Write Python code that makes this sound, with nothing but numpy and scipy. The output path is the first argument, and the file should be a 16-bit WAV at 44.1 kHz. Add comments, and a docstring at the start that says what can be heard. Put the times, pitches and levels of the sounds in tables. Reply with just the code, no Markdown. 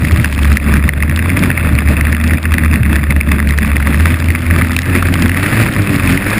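"""Hydroplane, on deck at speed

Out on the water; the microphone is inside a sealed camera on a racing boat's deck, close to everything.
The engine drones and revs through the deck and rattles the housing. Each wave loads the hull, then shakes
the camera and throws spray; between waves the hull skips clear and all eases. Spray thickens in the turn
and drops tick on the shell. The hardest knocks overload the camera; its coarse clock adds a gritty fizz."""
import sys
import numpy as np
from scipy import signal
from scipy.fft import rfft, irfft
from scipy.io import wavfile
from scipy.ndimage import uniform_filter1d

SR = 44100
rng = np.random.default_rng(int(sys.argv[2]) if len(sys.argv) > 2 else 0)


def output_pcm(signal):
    """Save a mono or channel-first signal as 16-bit PCM at the path in sys.argv[1].

    Samples are clipped to [-1, 1] before scaling.
    """
    pcm = np.clip(np.atleast_2d(signal).T, -1, 1) * 32767
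    wavfile.write(sys.argv[1], SR, np.round(pcm).astype(np.int16))


N = 281799
T = np.arange(N) / SR

# waves under the hull: (time [s], length [s], push on the deck [dB], splash [dB])
WAVES = [(0.134, 0.04, 11, 4), (.491, 0.4, 5, 2.5), (0.693, 0.24, 1, 8), (0.86, 0.067, 5.5, 11),
         (1, 0.11, 0, 2.5), (1.264, 0.22, 3.5, 4), (1.388, 0.21, 1, 4.5), (1.635, 0.25, 0.5, 2.5),
         (1.894, 0.12, 6.5, 7.5), (2.063, 0.14, 4, 3.5), (2.33, 0.26, 5, 9), (2.53, 0.036, 10, 6),
         (2.687, 0.21, 5, 4.5), (2.906, 0.26, 2.5, 5.5), (3.089, 0.029, 6, 12.5), (3.176, 0.08, 9, 1.5),
         (3.292, 0.17, 1, 8), (3.486, 0.031, 3, 3), (3.627, 0.15, 0.5, 7.5), (3.72, 0.11, 5, 3),
         (3.858, 0.19, 6, 6.5), (4.046, 0.22, 7.5, 7.5), (4.281, 0.13, 9, -0.5), (4.527, 0.2, 7, 6),
         (4.747, 0.12, 0.5, -3), (4.901, 0.24, 7, 5), (5.083, 0.22, 4.5, -0.5), (5.304, 0.15, 4, -4.5),
         (5.418, 0.12, 2.5, -0.5), (5.594, 0.099, 17, 4), (5.791, 0.084, 9, 1), (5.917, 0.054, 0, 4),
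         (6.074, 0.2, 3, 3), (6.32, 0.15, 0, 2)]
# the hull lifting clear of the water: (time [s], drop in level [dB])
SKIPS = [(.325, 6), (.595, 7), (.914, 4), (1.345, 4.5), (2.398, 10.5), (2.589, 0), (3.242, 4.5),
         (4.191, 1.5), (4.419, 3), (4.843, 7.5), (5.704, 3.5), (6.205, 5)]
# wind and water on the hull, underfoot: (time [s], base level [dB])
RUMBLE_LEVEL = [(0, -17), (.9, -21.5), (1.5, -17), (2.2, -20.5), (2.9, -20), (3.7, -23), (4.3, -19.5),
                (4.7, -19), (5.6, -15.5), (6.39, -20.5)]
# that rumble through the deck: (frequency [Hz], gain [dB])
RUMBLE_COLOUR = [(18, -42), (32, -18), (50, -9), (90, -1), (130, 1.5), (190, -1.5), (270, -4.5),
                 (340, -10.5), (450, -27), (590, -16), (780, -29.5), (1100, -27), (2000, -43)]
# hard landings on a wave: (time [s], relative level [dB])
SLAPS = [(0.121, 4), (0.186, 7.5), (1.73, 6.5), (2.804, 5.5), (2.856, -2)]
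# steady spray, thickest in the turn: (time [s], base level [dB])
SPRAY_LEVEL = [(0, -26.5), (1, -30), (1.4, -24.5), (2.2, -27.5), (3.4, -30.5), (4.4, -26.5), (5.2, -24),
               (5.55, -17), (5.8, -23.5), (6.39, -19.5)]
# water heard from inside the shell: (frequency [Hz], gain [dB])
WASH_COLOUR = [(250, 0.5), (420, -0.5), (590, 0.5), (780, -3.5), (1020, -5.5), (1220, 0), (1850, 5.5),
               (2650, 1), (3000, -15), (3500, -13), (4200, -18.5), (5000, -24), (5900, -53)]
SHEET_COLOUR = [(1500, -5), (2700, 3), (3300, -7), (5000, -6.5), (5900, -9), (7000, -40)]
# ticks and snaps: (frequency [Hz], gain [dB])
TICK_COLOUR = [(600, -4), (2500, 5.5), (4500, -2.5), (6000, 0.0), (7000, -40)]
# small drops on the shell: (time [s], level [dB])
DROP_LEVEL = [(0, -31), (.3, -32), (.55, -34.5), (.8, -50), (2.3, -80), (3.8, -34), (4.6, -34), (5.3, -35),
              (5.6, -32), (6.39, -30.5)]
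# short bright snaps, from large drops and from overload on loud clacks: (time [s], relative level [dB])
SNAPS = [(0.4326, -13), (0.528, -13.5), (0.5696, -26), (0.8899, -34), (1.1612, -12), (1.3922, -14),
         (2.0104, -23), (2.123, -16), (2.2403, -16.5), (2.2764, -12.5), (2.4295, -17), (2.539, -14.5),
         (3.4898, -14.5), (3.5774, -14.5), (4.7177, -12.5), (4.7649, -8), (4.7894, -13), (5.1402, -9),
         (5.222, -8.5), (5.4313, -12)]
# the housing's hardest hits on its mount: (time [s], relative level [dB], ring [Hz])
CLACKS = [(0.0486, -2.5, 1960), (0.2445, 6, 1690), (0.378, -9, 1820), (0.4455, -3, 1830),
          (0.5193, -7.5, 1990), (0.5703, 0, 1900), (0.7381, -2.5, 1650), (0.8905, 1, 1950),
          (1.0245, -1, 1970), (1.0955, -5.5, 1900), (1.191, -3, 1860), (1.3009, -4.5, 2180),
          (1.502, -0.5, 1735), (1.5755, -2, 2120), (1.787, -2.5, 2310), (2.0094, -1.5, 1940),
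          (2.0688, -4.5, 1800), (2.1266, -3.5, 1740), (2.148, -5, 1880), (2.2005, -6.5, 1890),
          (2.239, -8, 1760), (2.31, -7, 2060), (2.3345, -2.5, 1740), (2.4538, -3.5, 1750),
          (2.5397, -2, 1880), (2.582, -0.5, 1850), (2.6359, -8.5, 1830), (2.757, -2.5, 2074),
          (2.8313, -7, 1970), (2.8525, -9, 1990), (2.9622, -2.5, 1760), (3.1058, -1.5, 2050),
          (3.1628, -8, 1860), (3.21, -1.5, 2380), (3.29, -10, 1900), (3.4003, -2, 1900), (3.472, -7, 1868),
          (3.5072, -0.5, 1851), (3.5856, -1, 1833), (3.7664, -2, 1970), (3.825, -7.5, 1940),
          (3.9437, -3, 1775), (4.0572, -4, 1838), (4.3031, -2.5, 1950), (4.3496, -3, 1900),
          (4.5086, -2.5, 1800), (4.6195, -3, 2020), (4.7644, -4, 2600), (4.7885, -2, 1820),
          (4.8314, -10.5, 1920), (5.025, -0.5, 1250), (5.223, -7, 2094), (5.2942, -1.5, 1864),
          (5.3157, -5.5, 1800), (5.3449, -6.5, 1854), (6.1749, -4, 2041)]
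# the housing's knocks, heard from within: (frequency [Hz], gain [dB])
CHATTER_COLOUR = [(300, -33), (600, -29), (800, -6.5), (1020, 2), (1200, 8), (1400, 0), (1850, 4),
                  (2200, 3), (2600, 6), (3000, -17), (3500, -1), (4200, -27), (5000, -6.5), (5900, -61)]
THUD_COLOUR = [(120, -18), (300, -4), (580, -5), (750, -32), (1500, -60)]
CLACK_COLOUR = [(200, -2), (550, -7), (800, -13), (1200, -5.5), (2700, 0), (3200, -19.5), (5000, -20),
                (5900, -12)]
# the camera's distortion on the hardest hits: (frequency [Hz], gain [dB])
OVERLOAD_COLOUR = [(1500, -20), (3500, -9), (5900, -1), (7000, -40)]
# engine speed: (time [s], firing rate [Hz])
FIRING_RATE = [(0.0, 76.6), (0.18, 79.4), (0.32, 71.13), (0.99, 71.66), (1.41, 93.67), (1.71, 74.65),
               (1.94, 73.24), (2.28, 79.54), (2.58, 79.3), (2.85, 72.86), (3.92, 71.73), (4.07, 82.87),
               (4.75, 83.1), (4.93, 89.34), (5.3, 85.9), (5.61, 112.4), (6.1, 87.58), (6.39, 109.2)]
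# engine orders around the drone: (multiple of the firing rate, gain at low revs [dB], at high revs [dB])
ORDERS = [(.5, -10, -8.5), (1.5, -28, -16), (2, -9.5, -3), (2.5, -9, -15.5), (3, -1.5, -7), (4, -11.5, -17),
          (5, -22.5, -20), (6, -20, -32), (7, -50, -24.5)]
# those orders together: (time [s], base level [dB])
ORDER_LEVEL = [(0, -23), (1, -24.5), (1.4, -22.5), (2, -23), (3, -26.5), (3.6, -21.5), (3.85, -29.5),
               (4.5, -22), (5.6, -19), (6.39, -19)]


def amp(db):
    """Decibels to gain."""
    return 10 ** (np.asarray(db) / 20)


def unit(x):
    """Scales to rms 1."""
    return x / np.sqrt(np.mean(x ** 2) + 1e-20)


def curve(rows):
    """Joins (time, value) rows by straight lines."""
    return np.interp(T, *np.transpose(rows))


def colour(x, points):
    """Filters x by a spectrum of (frequency [Hz], gain [dB]) points."""
    hz, db = np.transpose(points)
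    f = np.fft.rfftfreq(N, 1 / SR)
    return irfft(rfft(x) * amp(np.interp(np.log(f + 1), np.log(hz), db)), N)


def wander(hz):
    """Smooth random motion of rms 1, up to about hz changes a second."""
    f = np.fft.rfftfreq(N, 1 / SR)
    return unit(irfft(rfft(rng.standard_normal(N)) * np.exp(-(f / hz) ** 2), N))


def add(mix, s, sound):
    """Mixes a sound in at time s."""
    part = mix[max(0, round(s * SR)):][:len(sound)]
    part += sound[:len(part)]


def arch(s, length, lean=1):
    """A half sine around time s; with lean above 1 it builds slowly and breaks off quickly."""
    return np.sin(np.pi * np.clip((T - s) / length + .5, 0, 1) ** lean)


def ride(skip_s=0.12, splash_lag_s=0.016, chop_db=1.5):
    """Each wave pushes on the deck, then splashes; skips ease both, and ripples jostle the splash."""
    lift_db = sum(db * arch(s, skip_s) for s, db in SKIPS)
    push_db = sum(db * arch(s, length) for s, length, db, _ in WAVES)
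    splash_db = sum(db * arch(s + splash_lag_s, length, lean=1.46) for s, length, _, db in WAVES)
    return push_db - lift_db, splash_db - lift_db + chop_db * wander(hz=22.4)


def hull_rumble(splash_db, coupling=0.77, lump_db=1.84):
    """Wind and water rumble below the microphone, swelling with each splash."""
    rumble = unit(colour(rng.standard_normal(N), RUMBLE_COLOUR) * amp(lump_db * wander(hz=28.7)))
    return rumble * amp(curve(RUMBLE_LEVEL) + coupling * splash_db)


def hull_slaps(boom_hz=118, panel_hz=165, rise_s=0.0081, gain_db=-9):
    """A hard landing sets two damped panel modes booming under the deck."""
    t, out = np.arange(SR // 6) / SR, np.zeros(N)
    envelope = t / rise_s * np.exp(1 - t / rise_s)
    modes = np.sin(2 * np.pi * boom_hz * t) + 0.46 * np.sin(2 * np.pi * panel_hz * t)
    for s, db in SLAPS:
        add(out, s, amp(db + gain_db) * envelope * modes)
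    return out


def spray(cycles, splash_db, throb_depth=0.11, sheet_db=-7, coupling=0.69):
    """Spray washes over the shell, throbbing with the engine; heavy spray adds a brighter hiss."""
    # spray hangs in the air, so it follows the quick surges only in part
    level_db = curve(SPRAY_LEVEL) + coupling * splash_db
    throb = 1 + throb_depth * np.cos(2 * np.pi * cycles)
    wash = unit(colour(rng.standard_normal(N), WASH_COLOUR) * amp(3 * wander(hz=93)) * throb)
    sheet = unit(colour(rng.standard_normal(N), SHEET_COLOUR))
    heavy_db = level_db - level_db.max()
    return (wash + sheet * amp(sheet_db + heavy_db)) * amp(level_db)


def drops_and_snaps(per_s=260, tick_decay_s=0.0016, snap_db=6, snap_decay_s=0.0019):
    """Small drops tick on the shell; large drops, and overload on a few loud clacks, snap brightly."""
    t, snaps = np.arange(200) / SR, np.zeros(N)
    hits = (rng.random(N) < per_s / SR) * amp(4.8 * np.minimum(rng.exponential(1, N), 4))
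    ticks = signal.fftconvolve(hits, np.exp(-t / tick_decay_s))[:N] * rng.standard_normal(N)
    for s, db in SNAPS:
        add(snaps, s, amp(db + snap_db) * np.exp(-t / snap_decay_s) * rng.standard_normal(len(t)))
    return unit(colour(ticks, TICK_COLOUR)) * amp(curve(DROP_LEVEL)) + colour(snaps, TICK_COLOUR)


def buzz(hz, length_s, grit, push, glide=0.38, swell=0.11):
    """Plastic buzzes against its mount: a sliding ring, a gritty edge and a one-sided contact force."""
    progress = np.linspace(-.5, .5, max(16, int(length_s * SR)))
    cycles = np.cumsum(hz * (1 + glide * rng.standard_normal() * progress)) / SR
    ring = np.sin(2 * np.pi * (cycles + rng.random()))
    envelope = signal.windows.tukey(len(progress), .6) * (1 + swell * progress)
    return envelope * (ring + grit * rng.standard_normal(len(progress)) + push)


def housing_clacks(hit_db=-0.4, scrape_db=-22, scrape_s=0.00271, overload_db=-7, overload_s=0.0018):
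    """The jolted housing scrapes, then hits its mount; the hardest hits overload the camera."""
    t, body, overload = np.arange(400) / SR, np.zeros(N), np.zeros(N)
    for s, db, hz in CLACKS:
        add(body, s - scrape_s, amp(db + scrape_db) * buzz(hz, scrape_s, grit=2, push=0.083))
        add(body, s, amp(db + hit_db) * buzz(hz, length_s=0.00344, grit=1, push=0.083))
        burst = np.exp(-t / overload_s) * rng.standard_normal(len(t))  # noise stands for the distortion
        add(overload, s, amp(overload_db + 3 * min(db, 0)) * burst)
    return colour(body, CLACK_COLOUR) + colour(overload, OVERLOAD_COLOUR)


def housing_chatter(cycles, splash_db, level_db=-26, ring_hz=1950, knock_s=0.0027, slop_s=0.0007,
                    spread_db=10, seated_db=7, inward_db=7, thud_db=-7):
    """Around the microphone, the housing knocks at both ends of each engine swing, harder outward."""
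    swing_ends = np.flatnonzero(np.diff(np.floor(2 * cycles)))
    clump_db, knocks = 3 * wander(hz=30.8), np.zeros(N)
    uneven_db = spread_db / (0.5 + np.maximum(splash_db / seated_db, 0))  # a splash evens the knocks out
    chances = rng.standard_normal((len(swing_ends), 4))
    for k, (i, (size, late, pitch, hold)) in enumerate(zip(swing_ends, chances)):
        gain = amp(uneven_db[i] * min(size, 1) + clump_db[i] - inward_db * (k % 2))
        knock = buzz(ring_hz * np.exp(0.1555 * pitch), knock_s * np.exp(0.3 * hold), grit=2.17, push=0.59)
        add(knocks, i / SR + slop_s * late, gain * knock)
    rattle = colour(knocks, CHATTER_COLOUR) + amp(thud_db) * colour(knocks, THUD_COLOUR)
    # the shaking sets the power that the knocks share among them
    rattle /= np.sqrt(abs(uniform_filter1d(rattle ** 2, size=4500)) + 1e-9)
    wetter_db = curve(SPRAY_LEVEL) - curve(SPRAY_LEVEL).mean()
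    return rattle * amp(level_db + 0.99 * splash_db + 0.27 * wetter_db)


def engine(cycles, push_db, splash_db, low_hz=77.4, high_hz=109, jitter_cycles=0.022, load=0.83):
    """Close by, the firing rate drones through the deck; other orders surge and shift with the revs."""
    revs = np.clip((curve(FIRING_RATE) - low_hz) / (high_hz - low_hz), 0, 1)
    uneven = cycles + jitter_cycles * wander(hz=23)
    # the deck passes less of the drone as the revs rise
    drone_db = np.interp(revs, [0, 1], [-14, -23.5]) + load * push_db
    out = amp(drone_db) * np.cos(2 * np.pi * uneven) * (1 + 0.2 * wander(hz=19))
    orders_db = curve(ORDER_LEVEL) + 0.9 * splash_db
    for order, low_db, high_db in ORDERS:
        tone = np.cos(2 * np.pi * (order * uneven + rng.random()))
        flutter = 1 + 0.38 * wander(hz=18)
        out += amp(orders_db + low_db + revs * (high_db - low_db)) * tone * flutter
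    return np.sqrt(2) * out


def scene():
    """Boat, housing and water all reach one microphone through the camera's shell."""
    cycles = np.cumsum(curve(FIRING_RATE)) / SR
    push_db, splash_db = ride()
    boat = engine(cycles, push_db, splash_db) + hull_rumble(splash_db) + hull_slaps()
    housing = housing_chatter(cycles, splash_db) + housing_clacks()
    return (boat + housing + spray(cycles, splash_db) + drops_and_snaps())[None]


def record(dry, input_hz=5550, clock_hz=12000, ceiling=0.88, edge_hz=15450):
    """The camera filters, samples slowly and overloads; held samples mirror the sound around its clock."""
    band = signal.oaconvolve(dry[0], signal.firwin(91, input_hz, fs=SR), "same")
    samples = signal.resample(band, round(N * clock_hz / SR))
    limited = samples / (1 + (samples / ceiling) ** 30) ** (1 / 30)
    held = signal.resample(np.repeat(limited, 8), N)
    bright = colour(held, [(8000, 0.3), (11000, 1), (14300, 1), (15300, 1.5)])
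    low_pass = signal.firwin(201, edge_hz, window=("kaiser", 9), fs=SR)
    return signal.oaconvolve(bright, low_pass, "same")[None]


dry = scene()
out = record(dry)
output_pcm(out)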